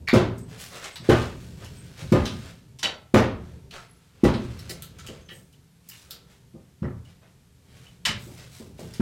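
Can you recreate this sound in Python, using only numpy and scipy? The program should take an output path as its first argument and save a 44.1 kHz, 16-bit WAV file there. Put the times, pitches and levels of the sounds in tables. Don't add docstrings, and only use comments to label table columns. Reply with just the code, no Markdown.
import sys
import numpy as np
from scipy import signal
from scipy.fft import rfft, irfft, next_fast_len
from scipy.io import wavfile
from scipy.ndimage import uniform_filter1d, minimum_filter1d, map_coordinates

SR = 44100
rng = np.random.default_rng(int(sys.argv[2]) if len(sys.argv) > 2 else 0)


def dump_mix(stems):
    frames = np.atleast_2d(stems).T
    limited = np.clip(frames, -1, 1)
    pcm = np.round(limited * 32767).astype(np.int16)
    wavfile.write(sys.argv[1], SR, pcm)


N = 397341
T = np.arange(SR) / SR

# (time [s], blow [dB], contact pitch [Hz], rattle [dB], bounce delay [s])
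PANEL_JOLTS = [(0.1334, -0.5, 288, -1.5, .012), (1.005, -32, 163, -48, .05), (1.091, -1.5, 320, -1, 0.012),
               (2.025, -27, 129, -47, .021), (2.1221, -3, 230, -6.5, .025), (2.839, -34, 225, -15, .022),
               (3.142, 0, 329, 1.5, .022), (4.237, -2, 257, -6, .024), (4.473, -28, 111, -53, .017),
               (4.70, -31.5, 403, -42, .03), (5.09, -31, 360, -45, .045), (5.318, -41, 387, -40, .04),
               (6.544, -33.5, 225, -43.5, .012), (6.824, -17.5, 154, -23, 0.023),
               (8.092, -23, 144, -32, .02), (8.271, -33.5, 235, -36, .05), (8.602, -31.5, 302, -37, .058),
               (8.793, -31, 516, -35, .022), (8.829, -29, 170, -46, .012), (8.9993, -10, 245, -13, .02)]
# (frequency [Hz], level [dB])
CLACK_SPECTRUM = [(150, -21), (500, -23.5), (900, -9.5), (1800, -6), (3000, 1), (4200, 0), (7000, -5),
                  (11000, -14.5), (16000, -24)]


def wall_panel(push_db=-3, ring_db=21, boom_db=12.5, rattle_db=12, crack_db=-3, bounce_db=-5.5):
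    # (pitch [Hz], level [dB], time to fade by 60 dB [s])
    panel_modes = [(90, -20.5, .5), (118.2, -1.5, 0.39), (164, 4.5, 0.062), (217, 5.5, 0.086),
                   (244.8, -13, 0.31), (341, -12.5, 0.2), (360.1, -1, 0.2), (389.7, -7, 0.27),
                   (442.5, -7, 0.23), (523.4, -4, 0.19), (577, -7, 0.22), (643, -8, 0.19), (796, -16, 0.23),
                   (1039, -16.5, 0.23), (1222, -17.5, 0.47)]
    # (frequency [Hz], level [dB])
    rattle_spectrum = [(100, -11.5), (300, -9.5), (550, -0.5), (730, -0.5), (1000, -0.5), (2000, -8.5),
                       (4000, -15.5), (8000, -20.5), (16000, -20.5)]
    # (frequency [Hz], level [dB])
    boom_spectrum = [(25, -29.5), (55, -10), (85, -1.5), (130, -10), (200, -19), (400, -30), (900, -77)]
    out = np.zeros(N)
    for s, blow_db, pitch_hz, seam_db, delay in PANEL_JOLTS:
        phase = np.pi * (pitch_hz * T - 1)
        shove = (1 - 2 * phase ** 2) * np.exp(-phase ** 2)
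        shove = shove + amp(bounce_db) * np.interp(T - delay, T, shove, left=0)
        add(out, s - 1 / pitch_hz, amp(blow_db + push_db) * in_box(shove, wet_db=-2))
        tone = -ring(panel_modes, pitch_hz, falloff_db=5, detune=0.0096) * (1 - np.exp(-pitch_hz * T))
        add(out, s + 1 / (4 * pitch_hz), amp(blow_db + ring_db) * unit_energy(in_box(tone, wet_db=-6)))
        edge_hz = 5250 * 2 ** (blow_db / 12)
        for start, db in ((s, seam_db), (s + delay, seam_db + bounce_db)):
            seams = in_box(chatter(rise_s=0.0022, fade_s=0.25, spiky_db=6), wet_db=-1)
            seams = coloured(seams, rattle_spectrum, edge_hz=edge_hz)
            add(out, start, amp(db + rattle_db) * unit_energy(seams))
        crack = in_box(chatter(rise_s=0.0004, fade_s=0.05, spiky_db=7.5), wet_db=7)
        crack = coloured(crack, CLACK_SPECTRUM, tilt_db=5)
        add(out, s, amp(2.1 * blow_db + crack_db) * unit_energy(crack))
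        shake_db = blow_db + 4.5 * np.log2(285 / pitch_hz)
        add(out, s, amp(shake_db + boom_db) * unit_energy(coloured(box_echo(), boom_spectrum)))
    return out


def hook_clinks(clack_db=6, ring_db=2, clack_fade_db_per_s=30, buzz=0.97, ring_rise_s=0.003):
    # (time [s], clack [dB], treble tilt [dB per octave], favoured pitch [Hz], ring [dB])
    clinks = [(0.0734, -2.5, -4, 2250, 4.5), (0.377, -27, 9, 6013, -42), (0.8422, -14.5, -2, 2100, -17.5),
              (0.958, -15, 0.5, 3900, -19), (1.646, -24.5, 7, 2880, -23), (2.25, -7.5, -3, 3970, -14),
              (2.788, -18.5, 0.5, 2950, -41), (2.829, 0.5, -2.5, 3780, 2), (2.843, -19.5, -1, 2950, 2),
              (3.706, -21, -1.5, 2950, -21), (3.76, -28, -2, 1380, -18), (4.337, -15, -6, 4170, -15.5),
              (4.588, -24, 4.5, 5900, -22.5), (4.694, -13, 9, 4400, -10), (4.82, -16.5, 10.5, 1360, -25.5),
              (4.985, -23, 2.5, 1320, -20), (5.063, -20.5, 7, 3180, -15), (5.287, -23.5, -6, 3180, -15.5),
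              (5.296, -41, -13, 1900, -19.5), (5.525, -38.5, 5.5, 2970, -36), (5.887, -14, 15.5, 4700, -22),
              (5.909, -36, 1, 2840, -22), (6.102, -14, 11, 1310, -25), (6.827, -34, -15, 1340, -20.5),
              (6.841, -40, -10, 1900, -19), (7.05, -40, 2, 2990, -33), (7.864, -40.5, -4, 2950, -25.5),
              (8.051, 1, 0.5, 3000, 3), (8.06, -1.5, -6, 2000, -2), (8.935, -22.5, 3, 4960, -23.5)]
    # (pitch [Hz], level [dB], time to fade by 60 dB [s])
    hook_modes = [(1328, -9.5, 0.53), (1523, -8, .25), (1763, -1.5, 0.32), (1936, 2.5, 0.22),
                  (2140, -5.5, 0.4), (2330, -1.5, 0.24), (2590, -1, 0.1), (2790, -3.5, .22),
                  (2976, -0.5, 0.2), (3170, -8, 0.21), (3700, -8.5, 0.067), (3920, -10, .22),
                  (4200, -5, 0.067), (4520, -11, 0.13), (4970, -4.5, 0.13), (5460, 2, 0.098),
                  (10050, -18.5, 0.054)]
    out = np.zeros(N)
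    for s, db, tilt_db, favoured_hz, tone_db in clinks:
        clack = in_box(chatter(rise_s=0.00044, fade_s=0.031, spiky_db=13), wet_db=6)
        clack = coloured(clack, CLACK_SPECTRUM, tilt_db)
        clack *= amp(-clack_fade_db_per_s * T)
        add(out, s, amp(db + clack_db) * unit_energy(clack))
        touch_times = T[::150]
        touch = np.interp(T, touch_times, rng.standard_normal(len(touch_times)))
        tone = ring(hook_modes, favoured_hz, falloff_db=45, detune=0.0044)
        tone *= (1 + buzz * touch) * (1 - np.exp(-T / ring_rise_s))
        add(out, s, amp(tone_db + ring_db) * unit_energy(in_box(tone, wet_db=-31.5)))
    return out


def rope_pulls(sleeves_db=-72.5, fade_s=0.059):
    # (peak time [s], swell time [s], level [dB], treble tilt [dB per octave])
    pulls = [(0.01, 0.023, -58, 2.5), (0.55, 0.079, -48.5, -2), (0.621, 0.043, -41, 2.5),
             (0.764, 0.068, -41, -2), (0.848, 0.042, -39.5, -2.5), (1.061, 0.034, -44, -2.5),
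             (1.196, 0.11, -36, -4), (1.418, 0.1, -56.5, 1), (1.629, 0.048, -49.5, -4),
             (1.769, 0.78, -55.5, 1), (2.003, 0.041, -43.5, -1.5), (2.333, 0.6, -49, -1),
             (2.465, 0.047, -48, -2), (3.503, 0.16, -58.5, -3), (4.052, 0.25, -68, -1.5),
             (3.751, 0.031, -42, -3.5), (4.446, 0.3, -49.5, -3.5), (4.718, 0.44, -52.5, -1.5),
             (5.112, 0.21, -52.5, -3), (5.34, 0.056, -55.5, 8), (5.981, 0.13, -52, 2),
             (6.144, 0.13, -58.5, -7), (6.319, 0.066, -60, -1), (7.091, 0.049, -61, -2),
             (7.243, 0.036, -57.5, -6), (7.832, 0.2, -56.5, -0.5), (8.229, 0.079, -53, 6.5),
             (8.329, 0.071, -53.5, 3.5), (8.405, 0.055, -48.5, -1), (8.572, 0.093, -50, 2.5),
             (8.798, 0.021, -48.5, 2), (8.951, 0.21, -53, 0.5)]
    out = amp(sleeves_db - wobble(2.6)) * friction(tilt_db=0, count=N)
    t = T - 0.5
    for s, length, db, tilt_db in pulls:
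        rise = np.exp(-2 * (t / length) ** 2)
        fall = np.exp((length / 2 - np.hypot(t, length / 2)) / fade_s)
        add(out, s - 0.5, amp(db) * np.where(t < 0, rise, fall) * friction(tilt_db, count=SR))
    return out


def friction(tilt_db, count, grain_db=7, grain_samples=100):
    # (frequency [Hz], level [dB])
    rub_spectrum = [(200, -13.5), (500, 0), (900, -4.5), (1500, -1), (3500, -2), (8000, -6.5),
                    (12000, -14.5), (16000, -18.5)]
    grains = np.repeat(rng.uniform(-0.77, 1, count // grain_samples + 1), grain_samples)[:count]
    slips = rng.standard_normal(count) * amp(grain_db * grains)
    blurred = slips + 0.77 * signal.fftconvolve(slips, box_echo())[:count]
    return unit_rms(coloured(blurred, rub_spectrum, tilt_db))


def bird_calls(level_db=-2, waver_hz=45, half_length_s=0.028):
    # (middle time [s], pitch [Hz], glide [Hz per s], level [dB])
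    calls = [(0.396, 8070, 0, -68), (0.937, 8040, -4, -64), (1.793, 8160, 2, -66),
             (3.641, 5700, -3000, -88.5), (3.911, 10850, 11, -72), (5.237, 6300, -4000, -77),
             (5.357, 8260, 0, -67), (8.24, 7980, 5.5, -68)]
    out = np.zeros(N)
    t = T - 0.25
    for s, pitch_hz, glide, db in calls:
        hz = pitch_hz + glide * t + waver_hz * wobble(223)[:SR]
        whistle = np.exp(-(t / half_length_s) ** 4) * np.sin(2 * np.pi * np.cumsum(hz) / SR)
        add(out, s - 0.25, amp(db + level_db) * in_box(whistle, wet_db=16))
    return out


def wall_rumble(rumble_db=-5, drone_db=-2, drone_swing_db=2.5):
    # (frequency [Hz], level [dB])
    rumble_spectrum = [(12, -66), (20, -9), (70, -2), (102, -4), (140, 6.5), (174, -4), (205, -8),
                       (273, -6.5), (341, -14.5), (387, -7.5), (780, -26), (844, -29.5), (900, -17),
                       (1170, -49), (1980, -120)]
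    # (pitch [Hz], width [Hz], level [dB])
    air_notes = [(58.6, 22, -15.5), (77.8, 24, 0), (118.2, 11, -3.5), (168.6, 6.7, -4.5), (184, 30, -6.5)]
    rumble = amp(rumble_db + 1.4 * wobble(27)) * steady_noise(rumble_spectrum)
    drone = np.zeros(N)
    for hz, width, db in air_notes:
        swell = amp(db + drone_swing_db * wobble(4))
        note = signal.lfilter(*signal.iirpeak(hz, hz / width, SR), rng.standard_normal(N))
        drone += swell * unit_rms(note)
    low_band = signal.butter(2, (45, 260), "bandpass", fs=SR, output="sos")
    drone = unit_rms(signal.sosfilt(low_band, drone))
    return wall_flexing() * (rumble + amp(drone_db) * drone)


def wall_flexing(rest_db=-57, shudder_db=-32.5, settle_db_per_s=31):
    # (peak time [s], swell time [s], level [dB])
    strains = [(0, 0.087, -42), (1.65, .45, -44), (5.012, 0.47, -48), (6.35, 0.28, -57), (7.8, 0.17, -51),
               (8.31, 0.31, -50), (8.857, 0.33, -48.5)]
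    t = np.arange(N) / SR
    power = np.full(N, amp(rest_db) ** 2)
    for s, length, db in strains:
        power += amp(db) ** 2 * np.exp(-2 * ((t - s) / length) ** 2)
    for s, blow_db, *_ in PANEL_JOLTS:
        add(power, s, amp(blow_db + shudder_db - settle_db_per_s * t) ** 2)
    return np.sqrt(power)


def outdoor_hiss(level_db=-68):
    # (frequency [Hz], level [dB])
    hiss_spectrum = [(120, -14.5), (200, -9.5), (305, -36.5), (491, -31), (696, -9), (7970, -13),
                     (14300, -18), (16000, -43)]
    return amp(level_db) * steady_noise(hiss_spectrum)


def box_echo():
    # (frequency [Hz], time to fade by 60 dB [s])
    echo_times = [(60, 0.77), (110, 1.0), (220, 0.4), (500, 0.43), (1500, 0.43), (4000, 0.38), (8000, 0.24),
                  (15000, 0.17)]
    hz, t, noise = signal.stft(rng.standard_normal(SR), SR, nperseg=256)
    fade = amp(-60 * t / value_at(echo_times, hz)[:, None])
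    return unit_energy(signal.istft(noise * fade, SR, nperseg=256)[1][:SR])


def in_box(x, wet_db):
    return x + amp(wet_db) * signal.fftconvolve(x, box_echo())[:SR]


def ring(modes, favoured_hz, falloff_db, detune, max_cut_db=21, scatter_db=2):
    hz, db, fade_s = np.transpose(modes)[:, :, None]
    strength, shift = rng.standard_normal((2, len(modes), 1))
    octaves_away = np.abs(np.log2(hz / favoured_hz))
    db = db - np.minimum(falloff_db * octaves_away, max_cut_db) + scatter_db * strength
    notes = np.sin(2 * np.pi * hz * (1 + detune * shift) * T)
    return np.sum(amp(db - 60 * T / fade_s) * notes, axis=0)


def chatter(rise_s, fade_s, spiky_db):
    noise = rng.standard_normal(SR)
    sizes = amp(spiky_db * np.repeat(rng.standard_normal(SR // 20), 20))
    return unit_energy(noise * sizes * (1 - np.exp(-T / rise_s)) * amp(-60 * T / fade_s))


def coloured(x, spectrum, tilt_db=0, edge_hz=SR, pivot_hz=3000):
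    size = 2 * next_fast_len(len(x) // 2 + SR // 10)
    hz = np.fft.rfftfreq(size, 1 / SR)
    gain = amp(value_at(spectrum, hz) + tilt_db * np.log2(hz / pivot_hz + 0.1))
    gain /= np.sqrt(1 + (hz / edge_hz) ** 5)
    cepstrum = irfft(np.log(gain))
    cepstrum[1:size // 2] *= 2
    cepstrum[size // 2 + 1:] = 0
    return irfft(rfft(x, size) * np.exp(rfft(cepstrum)), size)[:len(x)]


def steady_noise(spectrum):
    return unit_rms(coloured(rng.standard_normal(N), spectrum))


def wobble(rate):
    return map_coordinates(rng.standard_normal(int(N * rate / SR) + 4), [np.arange(N) * rate / SR])


def value_at(points, hz):
    point_hz, values = np.transpose(points)
    return np.interp(np.log(hz + 1), np.log(point_hz + 1), values)


def add(track, s, sound):
    span = track[max(round(s * SR), 0):][:len(sound)]
    span += sound[:len(span)]


def amp(db):
    return 10 ** (np.asarray(db) / 20)


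def unit_rms(x):
    return x / np.sqrt(np.mean(x ** 2) + 1e-20)


def unit_energy(x):
    return x / (np.linalg.norm(x) + 1e-20)


def scene():
    return (wall_panel() + hook_clinks() + rope_pulls() + bird_calls()
            + wall_rumble() + outdoor_hiss())[None]


def record(dry):
    ceiling, window, top_hz = 0.72, int(0.008 * SR), 16100
    needed_gain = np.minimum(1, ceiling / (np.abs(dry) + 1e-9))
    limited = dry * uniform_filter1d(minimum_filter1d(needed_gain, window), window)
    size = next_fast_len(N + SR // 2)
    kept_band = np.fft.rfftfreq(size, 1 / SR) < top_hz
    return irfft(rfft(limited, size) * kept_band, size)[:, :N]


dry = scene()
out = record(dry)
dump_mix(out)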